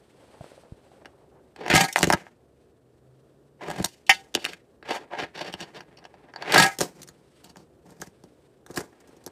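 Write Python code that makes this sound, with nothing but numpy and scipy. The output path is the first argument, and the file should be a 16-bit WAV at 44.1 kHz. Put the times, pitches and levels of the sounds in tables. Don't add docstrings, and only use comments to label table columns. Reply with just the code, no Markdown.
import sys
import numpy as np
from scipy import signal
from scipy.fft import rfft, irfft, next_fast_len
from scipy.io import wavfile
from scipy.ndimage import uniform_filter1d, map_coordinates

SR = 44100
rng = np.random.default_rng(int(sys.argv[2]) if len(sys.argv) > 2 else 0)


def int16_out(signal):
    q = np.round(np.clip(np.atleast_2d(signal).T, -1, 1) * 32767)
    wavfile.write(sys.argv[1], SR, q.astype(np.int16))


N = 410571

# (frequency [Hz], time to fall 60 dB [s])
ROOM_DECAY = [(150, 0.059), (1000, 0.077), (4000, 0.053), (12000, 0.027)]
# (frequency [Hz], level [dB])
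HUM_COLOUR = [(15, -63.5), (25, -28.5), (49, -13), (73, -4.5), (91, -15), (136, -7.5), (173, -14.5),
              (389, -8.5), (648, -18), (895, -26.5), (1800, -35), (2230, -52.5), (7700, -46.5),
              (15500, -51.5)]
# (time [s], level [dB])
RUSTLE_LEVEL = [(0, -69.5), (.15, -68), (.45, -62), (.7, -69), (1.4, -76), (2.3, -79), (6.9, -74),
                (7.2, -71), (7.4, -67.5), (7.7, -75.5), (8.3, -72), (8.5, -72.5), (8.65, -75), (9.31, -69)]
# (frequency [Hz], level [dB])
CLOTH_COLOUR = [(590, -30.5), (1000, -10), (3080, -12.5), (4390, -15), (7110, -22), (8160, -15.5),
                (15500, -37.5)]
# (time [s], frequency [Hz], level [dB])
ENGINE_GEARS = [
    [(2.3, 115, -77), (2.9, 122.9, -64), (3.5, 140.2, -58.5), (4.25, 179.8, -75), (4.6, 213, -101)],
    [(5.8, 116.9, -80), (6.2, 123.9, -66), (7.7, 153.7, -68.5), (8.1, 166.8, -75)],
]
# (time [s], level [dB])
RUB_LEVEL = [(0, -67), (.25, -59), (.5, -55), (.75, -65), (.95, -59), (1.3, -67), (1.6, -67)]
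# (frequency [Hz], level [dB], time to fall 60 dB [s])
CAMERA_MODES = [(328, -3, 0.0021), (546, 6.5, 0.016), (840, -6.5, 0.012)]
# (time [s], starting level [dB], frequency [Hz], time to fall 60 dB [s])
CAMERA_KNOCKS = [(.408, -29, 130, 0.042), (0.41, -32, 660, 0.032), (.443, -27.5, 620, 0.0059),
                 (0.518, -33.5, 606, 0.011), (.578, -39, 604, 0.023), (0.636, -37.5, 640, 0.014),
                 (0.722, -19, 96, 0.015), (.917, -41, 740, 0.018)]
# (frequency [Hz], level [dB], time to fall 60 dB [s])
DECK_MODES = [(783, -1, .13), (875, -9, .05), (955, -11, .04), (1300, -11, .045), (1480, -21, .2),
              (1655, -4, .085), (1850, -4, .06), (1920, -7, .06), (2060, -4, .06), (2240, -7, .05),
              (2390, -8, .05)]
# (frequency [Hz], level [dB], time to fall 60 dB [s])
BOX_MODES = [(84, -4.5, 0.04), (106, -4, 0.091), (181, 3.5, 0.063), (245.1, 0, 0.041), (380, 5, 0.016),
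             (430, 8, 0.013), (574, -3, 0.0027), (676, -3.5, 0.032)]
# (frequency [Hz], level [dB], time to fall 60 dB [s])
TRUCK_MODES = [(2690, -2, .05), (3060, 0, .06), (3410, -2, .06), (3700, -3, .05), (4150, -5, .04),
               (4660, 0, .06), (4900, -5, .1), (5470, -6, .05)]
# (frequency [Hz], level [dB], time to fall 60 dB [s])
AXLE_MODES = [(5560, 3, 0.00061), (8150, 9, 0.0014), (8800, 5, 0.0011), (11600, 0, 0.00054)]
# (start [s], end [s], freedom [0-1])
LIFTS = [(1.74, 1.922, 0.85), (4.07, 4.266, 0.98), (6.575, 6.772, 0.85)]
# (time [s], deck [dB], box over deck [dB], trucks and axles over deck [dB])
TOUCHES = [(1.049, -34, -28, -17), (1.057, -30, -2.5, 0), (1.562, -29.5, -9, -4), (1.608, -30.5, -9, -18),
           (1.663, -17, -14.5, -11), (1.681, -16, -28, -5), (1.701, -9.5, -8.5, -1),
           (1.704, -13, -21.5, -8), (1.737, -9, -0.5, -18.5), (1.749, -10.5, -12.5, -7.5),
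           (1.756, -3.5, -16, -14.5), (1.807, -9.5, -37, -12.5), (1.841, -11, -15.5, -19),
           (1.927, -45, -5.5, 13), (1.96, -7.5, -26.5, -21.5), (1.982, -17, -12, -10),
           (1.989, -33.5, -13, 10), (2.009, -16.5, -16, -7), (2.019, -43.5, -8.5, 18),
           (2.03, -6.5, -4, 5.5), (2.037, -15.5, -14, -25.5), (2.042, -13, -8, 6), (2.053, -31, 11, -12.5),
           (2.072, -21, 6.5, -1.5), (2.102, -1, -13, -18), (2.126, -12.5, -10, 0), (2.133, -13, -6, -23),
           (2.136, -10.5, -6, -3), (2.172, -42, 12, -12), (2.267, -33.5, -28, -22),
           (3.611, -39, -35.5, -29), (3.684, -23.5, 1, -9), (3.702, -18.5, -18, -8),
           (3.713, -19.5, -9.5, -7), (3.8, -21, -0.5, -25), (3.826, -30, -18, -3.5),
           (3.843, -17.5, -24, -13), (3.846, -20, -7, 6.5), (3.859, -29.5, -18, 6.5), (4.066, -54, -24, 14),
           (4.094, 0.5, -25, -12), (4.111, -6.5, -39.5, -46.5), (4.342, -32.5, 6, 15),
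           (4.351, -10, -3, 12.5), (4.374, -19, -6.5, -18), (4.444, -25, -1, 10), (4.451, -21, -9, 13),
           (4.462, -21, -8.5, 3), (4.534, -33, -6, 4), (4.827, -34, 2.5, -3.5), (5.136, -23, -19, -19),
           (5.188, -22.5, -30, -2), (5.2, -19, -24, -4), (5.225, -22, -4.5, -5), (5.454, -42, 13, -20),
           (5.494, -42, 9, -23.5), (5.526, -53, -20, 23.5), (5.539, -24, -7, 8.5), (5.605, -31.5, -5, 10.5),
           (5.611, -30, -2, 11.5), (5.806, -32, -8.5, 2), (5.971, -59.5, -19.5, 16), (5.986, -64, -7, 18),
           (6.041, -42, 2, -1), (6.052, -31, -38, -0.5), (6.141, -36, -22, -11.5), (6.287, -45, -20, -24),
           (6.338, -33.5, -2, -8), (6.361, -29, -17.5, 3), (6.423, -30.5, -14.5, 10), (6.425, -25, -10, -7),
           (6.523, -17.5, -26, 7.5), (6.544, -6, -27.5, 0.5), (6.56, -2.5, -20.5, -32),
           (6.579, -5.5, -9.5, -8.5), (6.623, -7.5, -12, -13.5), (6.787, -33, 10, 4.5), (6.807, -25, 13, 2),
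           (6.812, -18.5, 6.5, -5.5), (7.018, -49.5, 10, -0.5), (7.031, -41, -17, -3),
           (7.076, -50.5, 7.5, -4.5), (7.088, -42.5, 4, -6), (7.443, -48, 9.5, 3.5), (7.51, -53, -11, -12),
           (7.559, -36, -1, -21), (7.569, -36, -2.5, -9.5), (7.856, -60, 18, -15), (7.905, -57, 16, -4),
           (8.001, -47, 13, -16), (8.016, -44.5, -17, 3), (8.02, -32.5, 7, -23), (8.072, -42, 6, -15.5),
           (8.238, -34, -1, -11.5), (8.664, -36.5, -7, -17.5), (8.702, -44, 22.5, -31.5),
           (8.71, -53.5, 21, -3.5), (8.743, -62, -22, 4), (8.761, -37, -17, -5), (8.775, -20, -3, -12.5),
           (8.806, -35, 11, -13.5), (9.003, -74.5, -5, 5), (9.074, -65, 6.5, -5), (9.09, -52.5, 16, -22),
           (9.129, -46.5, 13, -32), (9.166, -53.5, 18, -16.5), (9.239, -70.5, 5, 3), (9.264, -37, 10, -5),
           (9.275, -36, 3.5, -17)]
# (deck [dB], box [dB], trucks [dB], axles [dB])
BLOW_LEVELS = [0.5, -2.5, 4, 5]
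# (start [s], rise [s], hold [s], fade [s], deck [dB], box over deck [dB], trucks and axles over deck [dB])
ROLLS = [(1.54, 0.076, 0.079, 0.014, -39.5, 5, -18.5), (1.69, 0.014, 0.12, 0.11, -22.5, -7, -9.5),
         (3.58, 0.039, 0.2, 0.037, -40, 3, -13.5), (4.82, 0.079, 0.032, 0.045, -32.5, -0.5, -5),
         (4.935, 0.012, 0.027, 0.037, -32.5, -14, -8), (5.09, 0.042, 0.018, 0.11, -33.5, -9, -35),
         (5.16, 0.02, 0.045, 0.092, -36.5, -0.5, -11), (5.33, 0.024, 0.12, 0.16, -42, -3, -2.5),
         (5.72, 0.034, 0.0067, 0.12, -44, 1, 2), (6.32, 0.2, 0.04, .05, -31, 0, -20),
         (6.49, 0.067, 0.082, 0.1, -19, -10.5, -9.5), (7.43, 0.0069, 0.069, 0.034, -62, 4, -3.5),
         (7.84, 0.018, 0.057, 0.32, -71, 18.5, -7), (8.75, 0.023, 0.005, 0.082, -41.5, 12, -11.5)]
# (start [s], rise [s], hold [s], fade [s], deck [dB], box over deck [dB], trucks and axles over deck [dB])
SKITTERS = [(1.96, 0.0069, 0.19, 0.17, -43.5, 0, -6), (3.84, 0.01, 0.075, 0.23, -62, -8, 2.5),
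            (4.066, 0.0092, 0.015, 0.0095, -59.5, 9, 12), (4.1, 0.019, 0.011, 0.26, -44, -9, 5),
            (4.36, 0.0076, 0.13, 0.14, -52.5, 6, 7), (4.97, 0.0072, 0.034, 0.13, -44, 3, -9),
            (5.53, 0.082, 0.008, 0.19, -47.5, 1, 3), (5.87, 0.014, 0.42, 0.065, -64, 7.5, -30),
            (6.785, 0.014, 0.035, 0.061, -48.5, 16, -1), (6.82, 0.008, 0.024, 0.65, -69, 18.5, -3.5),
            (7.56, 0.016, 0.055, 0.021, -72.5, 16, -2.5), (8.0, 0.0097, 0.05, 0.074, -63.5, 2, -5),
            (8.66, 0.038, 0.1, 0.23, -64, 18.5, -10.5), (8.92, 0.0064, 0.91, 0.13, -70.5, 11.5, -33)]
SWELL_POWERS = [1.05, 1.1, 2.1, 1.1]
# (time [s], second deck modes [dB],
# middle deck modes [dB], upper deck modes [dB], lower box modes [dB], upper truck modes [dB], axles [dB])
COLOUR_OVER_TIME = [(1, -8, -5.5, -8.5, -8, -8.5, -16.5), (1.66, -9, -10, -12.5, -15.5, 0, -10.5),
                    (1.7, -10, -9.5, 0.5, -6, -3, -5.5), (1.76, -6.5, -4.5, -2.5, 4.5, -3.5, 0),
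                    (1.86, -11, -5, -8.5, -1.5, -0.5, 0.5), (1.96, -1, -17.5, 6, -7.5, -3.5, 12.5),
                    (2.01, -0.5, -14, -10.5, 0, 0, 1), (2.035, -9, -3.5, 3.5, -5.5, -13.5, -5),
                    (2.1, -5.5, -17.5, -5, -7, -4, 6), (2.135, -0.5, 2, -10, -0.5, -10, -1),
                    (3.6, -0.5, -2.5, -25, -13, -7, -8.5), (3.85, -6, -7.5, -5, 3, -1, 6.5),
                    (4.095, -19.5, -13.5, -2.5, 1, -6, -9.5), (4.35, -9, -9, -12.5, -19.5, -11.5, -12.5),
                    (4.54, -12.5, -3, 7, -6.5, -2, -8), (4.85, -5.5, -2, -17, -12, -9, -23),
                    (4.95, -5, -3, -16, -27, -6, -6.5), (5.13, -6, -8.5, -36, -12, -8, -18),
                    (5.2, -6, -2, -6, -11.5, -1.5, -17), (5.5, -3, -1.5, -18, -2.5, -6.5, -14),
                    (6.4, 0.5, 0, -16.5, -10, -1.5, -22.5), (6.52, -6, 0, -8, -8, 1, -2),
                    (6.6, -9, -4, -7, 7, -4, -1), (6.8, -4.5, -2.5, -3.5, -12, -3, 12),
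                    (7, -12.5, 0.5, 6, 1, -6.5, 12), (7.5, 2, -5.5, -11, -0.5, 2, 2),
                    (8, 5.5, 7, -14, -0.5, -5, 13), (8.24, -1.5, -13, -19.5, -5, -3.5, 0),
                    (8.77, -12, 3, -19, -6.5, -9, 14.5), (9.2, 4.5, 0, -17, -13, -17, 13.5)]

HUM_DB = -59
RISE_POWER, FADE_DB = 2.2, 30
HELD_FREEDOM, TRUCK_FREEDOM = 0.0046, 0.4
HELD_DAMPING, PRESSED_DAMPING, TRUCK_DAMPING = 10, 24, 9
HELD_LOWEST_DB = -6.5
LOWER_DECK_DB, UPPER_BOX_DB, LOWER_TRUCKS_DB, DEEP_BOX_DB = -3.5, -2.5, -3.5, -6.5
TOP_GROWS, TOP_RATTLE_DB = 1.6, -21.5
LIGHT_FROM_DB, SCUFF_PER_DB = -29, 0.0681
LEAD_S, CHATTER_RISE_S = 0.0012, 0.0018
SPOT_ECHO, SPOT_SAMPLES = 0.72, 18
TOP_HZ, TOP_ORDER = 15500, 70


def amp(db):
    return 10 ** (np.asarray(db) / 20)


def unit(x):
    return x / np.sqrt(np.mean(x ** 2) + 1e-20)


def along(points, hz):
    f, v = np.transpose(points)
    return np.interp(np.log(hz + 1), np.log(f + 1), v)


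def curves(rows, outside=None):
    s, *cols = np.transpose(rows)
    return np.array([np.interp(np.arange(N) / SR, s, c, outside, outside) for c in cols])


def wobble(rate):
    knots = rng.standard_normal(int(N * rate / SR) + 4)
    return map_coordinates(knots, [np.arange(N) * rate / SR])


def filtered(x, response):
    m = next_fast_len(N + SR // 2)
    return irfft(rfft(x, m) * response(np.fft.rfftfreq(m, 1 / SR)), m)[..., :N]


def noise(spectrum):
    return unit(filtered(rng.standard_normal(N), lambda hz: amp(along(spectrum, hz))))


def ringing(force, modes, damping=1):
    def response(f):
        h = 0
        for k, (centre, db, t60) in enumerate(modes):
            width = 2.2 / t60
            h = h + (-1) ** k * amp(db) * 1j * f * width / (centre ** 2 - f * f + 1j * f * damping * width)
        h = h / (1 + 1j * f / (1.7 * modes[-1][0])) ** 2
        h = h * f / (f - .45j * modes[0][0])
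        return h / np.sqrt(np.mean(abs(h) ** 2))
    return filtered(force, response)


def room_echo(x):
    hz, t, z = signal.stft(rng.standard_normal(SR // 2), SR, nperseg=256)
    dying = z * amp(-60 * t / along(ROOM_DECAY, hz)[:, None])
    tail = signal.istft(dying, SR, nperseg=256)[1]
    late = np.pad(x, (200, 0))
    return signal.fftconvolve(late, tail / np.linalg.norm(tail))[:N]


def room_hum():
    return amp(HUM_DB + .8 * wobble(5) + .8 * wobble(12)) * noise(HUM_COLOUR)


def cloth_rustle():
    crackle = amp(1.5 * wobble(10) + 2 * wobble(70))
    return amp(curves(RUSTLE_LEVEL)[0]) * crackle * noise(CLOTH_COLOUR)


def engine():
    out = np.zeros(N)
    for rows in ENGINE_GEARS:
        hz, db = curves(rows, outside=-200)
        turn = 2 * np.pi * np.cumsum(hz * (1 + 0.0047 * wobble(2.5))) / SR
        out += amp(db + 3.5 * wobble(9)) * (np.sin(turn) + amp(-13) * np.sin(3 * turn))
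    return out


def camera_rub():
    level = amp(curves(RUB_LEVEL, outside=-200)[0] + 4 * wobble(50))
    return ringing(level * rng.standard_normal(N), CAMERA_MODES)


def camera_knocks():
    out, t = np.zeros(N), np.arange(3000) / SR
    for s, db, hz, t60 in CAMERA_KNOCKS:
        out[round(s * SR):][:len(t)] += amp(db - 60 * t / t60) * np.sin(2 * np.pi * hz * t)
    return out


def bodies(deck_db, box_over_db, trucks_over_db):
    return deck_db + np.array([0, box_over_db, trucks_over_db, trucks_over_db])


def freedom():
    t = np.arange(N) / SR
    free = np.full(N, HELD_FREEDOM)
    for start, end, share in LIFTS:
        free += (share - HELD_FREEDOM) * ((t > start) & (t < end))
    return np.clip(uniform_filter1d(free, size=400), 0, 1)


def friction(rows, bump_rate, uneven_db, uneven_rate, bumpy):
    level = np.zeros((4, N))
    for s, rise, hold, fade, *db in rows:
        start = round(s * SR)
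        t = np.arange(min(round((rise + hold + 2 * fade) * SR), N - start)) / SR
        swell = np.clip(t / rise, 0, 1) ** RISE_POWER
        swell = swell * amp(-FADE_DB * np.clip((t - rise - hold) / fade, 0, None))
        level[:, start:][:, :len(t)] += amp(bodies(*db))[:, None] * swell ** np.c_[SWELL_POWERS]
    chance, size = rng.random((2, N))
    bumps = unit((chance < bump_rate / SR) * amp(-3.5 * np.log(size + .03)))
    grit = unit(rng.standard_normal((4, N)) * amp(uneven_db * wobble(uneven_rate)))
    shares = [0.69, 0.36, 0.1, 0.16]
    return level * [unit(bumpy * share * bumps + g) for share, g in zip(shares, grit)]


def contacts():
    size = 2600
    force, t, free = np.zeros((4, N + size)), np.arange(size) / SR, freedom()
    short = np.array([[.006], [.005], [.009], [.011]])
    stretch = np.c_[[3, 6, 6, 6]]
    push = np.exp(-t / [[.0001], [.0004], [.00004], [.00003]])
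    for s, *db in TOUCHES:
        scuff = 1 + SCUFF_PER_DB * max(LIGHT_FROM_DB - db[0], 0)
        lasting = scuff * short * (1 + stretch * free[round(s * SR)])
        fade = amp(-60 * t / lasting) * -np.expm1(-t / CHATTER_RISE_S)
        ragged = amp(4 * np.repeat(rng.standard_normal(size // 26), 26))
        chatter = fade * ragged * rng.standard_normal((4, size))
        chatter *= (np.linalg.norm(fade, axis=1) / np.linalg.norm(chatter, axis=1))[:, None]
        late_push = np.roll(push / scuff, round(LEAD_S * SR), axis=1)
        blow = late_push * [[1.05], [.9], [.35], [.22]] + chatter * [[.35], [.3], [.7], [.75]]
        echo_gain = SPOT_ECHO * rng.uniform(-1.4, 1)
        blow = blow + echo_gain * np.roll(blow, round(SPOT_SAMPLES * rng.uniform(0.36, 1)), axis=1)
        force[:, round((s - LEAD_S) * SR):][:, :size] += amp(bodies(*db) + BLOW_LEVELS)[:, None] * blow
    return force[:, :N]


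def board():
    rolling = friction(ROLLS, 400, 4, 140, 1.3) + friction(SKITTERS, 90, 4, 70, .8)
    blows = contacts()
    deck, box, trucks, axles = blows + rolling
    second, middle, upper, low_box, high_trucks, rattle = amp(curves(COLOUR_OVER_TIME))
    free = freedom()

    out = ringing(blows[1] * low_box * amp(DEEP_BOX_DB), BOX_MODES[:2])
    out += ringing(box * low_box, BOX_MODES[2:3])
    out += ringing(box * amp(UPPER_BOX_DB), BOX_MODES[3:])

    out += ringing(axles * rattle, AXLE_MODES[:3])
    out += ringing(axles * rattle ** TOP_GROWS * amp(TOP_RATTLE_DB), AXLE_MODES[3:])

    deck_groups = [(amp(LOWER_DECK_DB), amp(HELD_LOWEST_DB), DECK_MODES[:1]), (second, 1, DECK_MODES[1:3]),
                   (middle, 1, DECK_MODES[3:6]), (upper, 1, DECK_MODES[6:])]
    for share, held_gain, modes in deck_groups:
        held = share * np.sqrt(1 - free) * held_gain
        out += ringing(deck * share * np.sqrt(free), modes)
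        out += ringing(blows[0] * held, modes, HELD_DAMPING)
        out += ringing(rolling[0] * held, modes, PRESSED_DAMPING)

    truck_free = TRUCK_FREEDOM * free
    for share, modes in [(amp(LOWER_TRUCKS_DB), TRUCK_MODES[:4]), (high_trucks, TRUCK_MODES[4:])]:
        out += ringing(trucks * share * np.sqrt(truck_free), modes)
        out += ringing(trucks * share * np.sqrt(1 - truck_free), modes, TRUCK_DAMPING)
    return out


def scene():
    background = room_hum() + cloth_rustle() + engine()
    camera = camera_rub() + camera_knocks()
    near = board()
    return (background + camera + near + amp(-12.0) * room_echo(near))[None]


def record(dry):
    thin = filtered(dry, lambda hz: (1j * hz / (45 + 1j * hz)) ** 2)
    soft = thin / (1 + np.abs(thin / .88) ** 6) ** (1 / 6)
    return filtered(soft, lambda hz: 1 / (1 + (hz / TOP_HZ) ** TOP_ORDER) ** 2)


dry = scene()
out = record(dry)
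int16_out(out)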